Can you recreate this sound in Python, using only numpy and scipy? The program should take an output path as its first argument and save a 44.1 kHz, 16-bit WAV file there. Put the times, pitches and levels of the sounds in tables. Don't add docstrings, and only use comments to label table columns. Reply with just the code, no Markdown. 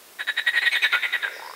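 import sys
import numpy as np
from scipy import signal
from scipy.io import wavfile

SR = 44100
rng = np.random.default_rng(int(sys.argv[2]) if len(sys.argv) > 2 else 0)


def master(y):
    cut = np.clip(np.atleast_2d(y).T, -1, 1)
    pcm = np.round(cut * 32767)
    wavfile.write(sys.argv[1], SR, pcm.astype(np.int16))


N = 68355


def amp(db):
    return 10 ** (np.asarray(db) / 20)


def unit_rms(x):
    return x / np.sqrt(np.mean(x ** 2) + 1e-20)


def add(mix, start_s, sound):
    part = mix[max(round(start_s * SR), 0):][:len(sound)]
    part += sound[:len(part)]


def curve(rows, column=1):
    rows = np.array(rows)
    return np.interp(np.arange(N) / SR, rows[:, 0], rows[:, column])


def colour(x, response):
    size = 4096
    freq_hz, gain_db = np.transpose(response)
    bin_hz = abs(np.fft.fftfreq(size, 1 / SR))
    log_gain = np.log(amp(np.interp(np.log(bin_hz + 1), np.log(freq_hz), gain_db)))
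    spectrum = np.exp(np.conj(signal.hilbert(log_gain)))
    taps = np.fft.ifft(spectrum).real[:size // 2]
    return signal.fftconvolve(x, taps)[:len(x)]


def ring(age_s, hz, width_hz):
    age_s = np.maximum(age_s, 0)
    return np.exp(-np.pi * width_hz * age_s) * np.sin(2 * np.pi * hz * age_s)


def noise_band(hz, width_hz):
    lowpass = signal.butter(2, width_hz / 2, fs=SR, output="sos")
    envelope = signal.sosfilt(lowpass, rng.standard_normal(N) + 1j * rng.standard_normal(N))
    carrier = np.exp(2j * np.pi * np.cumsum(hz * np.ones(N)) / SR)
    return unit_rms((envelope * carrier).real)


def pulse_positions(count, rate_ratio):
    grid = np.linspace(0, 1, SR // 20)
    cycles = np.cumsum(1 + (rate_ratio - 1) * grid ** 1.4)
    return np.interp(np.linspace(0, cycles[-1], count), cycles, grid)


def swing(age_s, cycles, width_hz):
    age_s = np.maximum(age_s, 0)
    rise = 1 - np.exp(-age_s / 0.000667)
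    return rise * np.exp(-np.pi * width_hz * age_s) * np.sin(2 * np.pi * cycles)


def croak(length_s, pulse_count, rate_ratio, level_db, crest_frac, last_pulse_db,
          sac_start_hz, sac_end_hz, sac_width_hz, throat_hz, throat_db, throat_rise_db,
          low_hz, low_db, high_hz, high_db, sizzle_hz, sizzle_db):
    position = pulse_positions(pulse_count, rate_ratio)[:, None]
    t = np.arange(0, length_s + 0.02, 1 / SR)
    age_s = t - position * length_s
    scatter = rng.standard_normal((pulse_count, 5)).T[:, :, None]
    sac_detune, throat_detune, overtone_detune, sizzle_detune = 1 + 0.008 * scatter[1:]

    swell_db = -14 * (1 - position / crest_frac) ** 2
    fade_db = last_pulse_db * ((position - crest_frac) / (1 - crest_frac)) ** 2
    effort = amp(np.where(position < crest_frac, swell_db, fade_db) + 0.7 * scatter[0])

    sac_hz = sac_start_hz + (sac_end_hz - sac_start_hz) * position
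    sac_cycles = np.cumsum(np.interp(t, [0, length_s], [sac_start_hz, sac_end_hz])) / SR
    sac = amp(-2.5) * ring(age_s, sac_hz * sac_detune, sac_width_hz)
    sac += amp(-5.5) * swing(age_s, sac_cycles, 0.6 * sac_width_hz)

    throat = ring(age_s, throat_hz * throat_detune, width_hz=125)
    throat += amp(-8.5) * swing(age_s, throat_hz * t, width_hz=125)
    throat *= amp(throat_db + throat_rise_db * (position - 0.5))

    pause = np.gradient(position, axis=0)
    body_db = -29.5 + 6 * np.log2(pause / np.median(pause))
    body = amp(body_db) * ring(age_s, hz=1000, width_hz=220)
    snap = -amp(-7.5) * ring(age_s, hz=2685, width_hz=2625)
    low = amp(low_db) * ring(age_s, low_hz * overtone_detune, width_hz=229)
    high = amp(high_db) * ring(age_s, high_hz * overtone_detune, width_hz=229)
    sizzle = amp(sizzle_db) * ring(age_s, sizzle_hz * sizzle_detune, width_hz=502)
    pulses = effort * (sac - throat + body + snap + low + high + sizzle)
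    return amp(level_db) * pulses.sum(0)


# start_s, length_s, pulse_count, rate_ratio, level_db, crest_frac, last_pulse_db,
# sac_start_hz, sac_end_hz, sac_width_hz, throat_hz, throat_db, throat_rise_db,
# low_hz, low_db, high_hz, high_db, sizzle_hz, sizzle_db
FROG_NOTES = [ (0.1884, 0.0382, 13, 0.491, -18.5, 0.42, -5.5, 1814, 1655, 194.4, 3824, -17, 0.5, 7300, -28, 8940, -27, 13200, -43),
              (0.27, 0.03817, 13, 0.496, -14.5, 0.63, -10.5, 1800, 1725, 161.6, 3813, -14.5, -13, 7160, -22.5, 9190, -28, 13200, -41.5),
              (0.367, 0.0375, 13, 0.487, -13.5, 0.71, -16, 1875, 1786, 159.3, 3815, -12.5, -7.5, 7340, -23, 9020, -28, 13200, -38),
              (0.464, 0.03545, 12, 0.5, -13, 0.47, -10, 1918, 1872, 148, 3756, -12, -7, 7400, -25.5, 8960, -24.5, 13150, -24.5),
              (0.529, 0.031, 12, 0.559, -18, 0.48, 4.5, 1902, 1967, 212, 4140, -24, 3, 7470, -22.5, 8780, -29, 13200, -40.5),
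              (0.557, 0.0355, 12, 0.486, -12.5, 0.64, -7, 1904, 1837, 144.5, 3766, -11.5, 1.5, 7210, -26, 9054, -26.5, 12830, -22.5),
              (0.6137, 0.0353, 13, 0.436, -14.5, 0.36, -1.5, 1986, 2044, 238, 4060, -19.5, -13, 7505, -24, 8940, -30, 13200, -34.5),
              (0.653, 0.0325, 11, 0.43, -11.5, 0.52, -10.5, 1905, 1883, 169, 3732, -9.5, -6.5, 7230, -29, 9170, -27.5, 12220, -21),
              (0.713, 0.0343, 13, 0.521, -13, 0.64, -12, 2211, 2215, 287, 4045, -15, -12.5, 6363, -15, 8374, -21.5, 12560, -26.5),
              (0.744, 0.0325, 11, 0.42, -11.5, 0.55, -9, 1886, 1814, 156, 3680, -10, -4.5, 7580, -26, 8955, -29.5, 12130, -18.5),
              (0.8163, 0.0308, 12, 0.5445, -12.5, 0.44, 1, 2417, 2223, 303, 3838, -14, 2.5, 6226, -15, 7980, -23, 12100, -24),
              (0.8343, 0.0325, 11, 0.52, -12, 0.44, -4, 1845, 1729, 175.3, 3690, -13.5, -3, 5880, -23, 9010, -32, 13180, -22.5),
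              (0.92, 0.03575, 14, 0.51, -15, 0.09, 5, 2106, 1986, 297, 3780, -15, -16.5, 6550, -22.5, 8850, -30.5, 14260, -25),
              (0.9234, 0.054, 16, 0.24, -17.5, 0.11, -1, 1391, 1470, 151.8, 3670, -15, 0.5, 7260, -26.5, 9100, -49.5, 11680, -25),
              (1.023, 0.0385, 13, 0.438, -12, 0.52, -3, 2069, 2043, 251.6, 3700, -20.5, -21.5, 7570, -28.5, 8887, -34.5, 13400, -27.5),
              (1.1243, 0.03954, 14, 0.47, -15, 0.39, 0.5, 2056, 1824, 233.5, 3760, -17.5, -20, 7350, -32, 9150, -33.5, 12610, -22.5),
              (1.224, 0.05466, 14, 0.1176, -16.5, 0.29, -0.5, 1697, 1550, 173.5, 3720, -28.5, -47.5, 7410, -30, 8920, -39, 12900, -40)]


def frogs():
    out = np.zeros(N)
    for start_s, *shape in FROG_NOTES:
        add(out, start_s, croak(*shape))
    return out


# start_s, level_db, pitch_hz, width_hz
GRUNT_PULSES = [(1.3650, -27, 537, 206), (1.3740, -34, 588, 202), (1.3951, -26, 758, 214.6),
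                (1.4000, -29, 777, 211.4), (1.4221, -27.5, 900, 92.5), (1.43, -31, 931.8, 78.5),
                (1.4470, -30, 926, 84.5), (1.4608, -28.5, 943, 80.6), (1.473, -28.5, 982, 83),
                (1.4972, -26.5, 1005, 110.6), (1.511, -27.5, 1039, 121.5), (1.5369, -25.5, 1162, 151)]
# time_s, level_db
MURMUR_LEVELS = [(1.15, -82), (1.24, -49.5), (1.3, -45.5), (1.36, -50), (1.42, -51.5), (1.55, -50)]


def grunt():
    out = amp(curve(MURMUR_LEVELS)) * noise_band(hz=524.84, width_hz=260)
    age_s = np.arange(SR // 20) / SR
    rise = np.minimum(age_s / 0.00038, 1)
    body = amp(-1.5) * ring(age_s, hz=490, width_hz=1950)
    for start_s, level_db, pitch_hz, width_hz in GRUNT_PULSES:
        sac = ring(age_s, pitch_hz, width_hz)
        add(out, start_s, -amp(level_db) * rise * (sac + body))
    return out


def echo_tail(x, t60_s, build_s, echoes_per_s=2000):
    t = np.arange(N) / SR
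    echoes = rng.standard_normal(N) * (rng.random(N) < echoes_per_s / SR)
    taps = echoes * amp(-60 * t / t60_s) * (1 - np.exp(-t / build_s))
    return signal.fftconvolve(x, taps / np.linalg.norm(taps))[:N]


# delay_s, gain_db
NEAR_ECHOES = [(.0011, -28.5), (.0046, -44.5), (.0083, -42.5)]
# freq_hz, gain_db
BANK_EQ = [(300, -26), (1800, -19.5), (3300, -8.5), (3850, -1), (4300, -7), (16000, -4.5)]
# freq_hz, gain_db
SHORE_EQ = [(300, -0.5), (1100, -4), (1800, 3.5), (2800, 10.5), (3800, 10), (6000, -4), (16000, 18.5)]
# freq_hz, gain_db
FOREST_EQ = [(200, 2.5), (500, -5.5), (1100, -1.5), (1700, -4), (2300, 1.5), (3000, -4), (3800, 2.5),
             (6000, 2.5), (16000, -18.5)]


def pond(calls):
    early = calls.copy()
    for delay_s, gain_db in NEAR_ECHOES:
        add(early, delay_s, amp(gain_db) * calls)
    bank = amp(-4) * colour(calls, BANK_EQ)
    add(early, start_s=0.022, sound=bank)
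    shore = colour(echo_tail(calls, t60_s=0.086, build_s=0.000765), SHORE_EQ)
    forest = colour(echo_tail(calls, t60_s=1.47, build_s=0.047), FOREST_EQ)
    return early + amp(-11) * shore + amp(-10) * forest


# time_s, level_db, pitch_hz
BIRD_CONTOUR = [(1.28, -66.5, 5040), (1.33, -51.5, 5250), (1.37, -49.5, 5250), (1.41, -52.5, 5000),
                (1.46, -48, 5050), (1.49, -49.5, 4900), (1.55, -53, 5100)]


def bird():
    flutter_db = 2.5 * np.tanh(noise_band(hz=31.58, width_hz=31.58))
    voice = noise_band(curve(BIRD_CONTOUR, column=2), width_hz=764)
    return amp(curve(BIRD_CONTOUR) + flutter_db) * voice


# freq_hz, relative_db
HISS_SPECTRUM = [(15, -54), (25, -28), (86, -16), (144, -15), (289, -7), (378, -1), (445, -4), (600, -2.5),
                 (741, -4.5), (1500, -5), (4150, -8), (5010, -10.5), (6050, -10), (15500, -10)]


def hiss():
    return amp(-48) * unit_rms(colour(rng.standard_normal(N), HISS_SPECTRUM))


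# freq_hz, gain_db
MICROPHONE_EQ = [(30, -30.5), (150, -38.5), (260, -37), (350, -3), (500, 0.5), (700, -2), (1000, 3),
                 (1150, -1), (1450, 2.5), (2000, 1), (3000, 4), (4000, 0.5), (4700, -1.5), (6000, -10.5),
                 (9000, 2.5), (16000, -9)]


def microphone(x, rumble_cut_hz=62):
    highpass = signal.butter(2, rumble_cut_hz, "highpass", fs=SR, output="sos")
    return signal.sosfilt(highpass, colour(x, MICROPHONE_EQ))


def scene():
    calls = microphone(pond(frogs()) + grunt())
    return (calls + bird() + hiss())[None]


def record(dry):
    cutoff_hz = 15750
    lowpass = signal.firwin(801, cutoff_hz, window=("kaiser", 9), fs=SR)
    return signal.oaconvolve(dry, lowpass[None], "same")


dry = scene()
out = record(dry)
master(out)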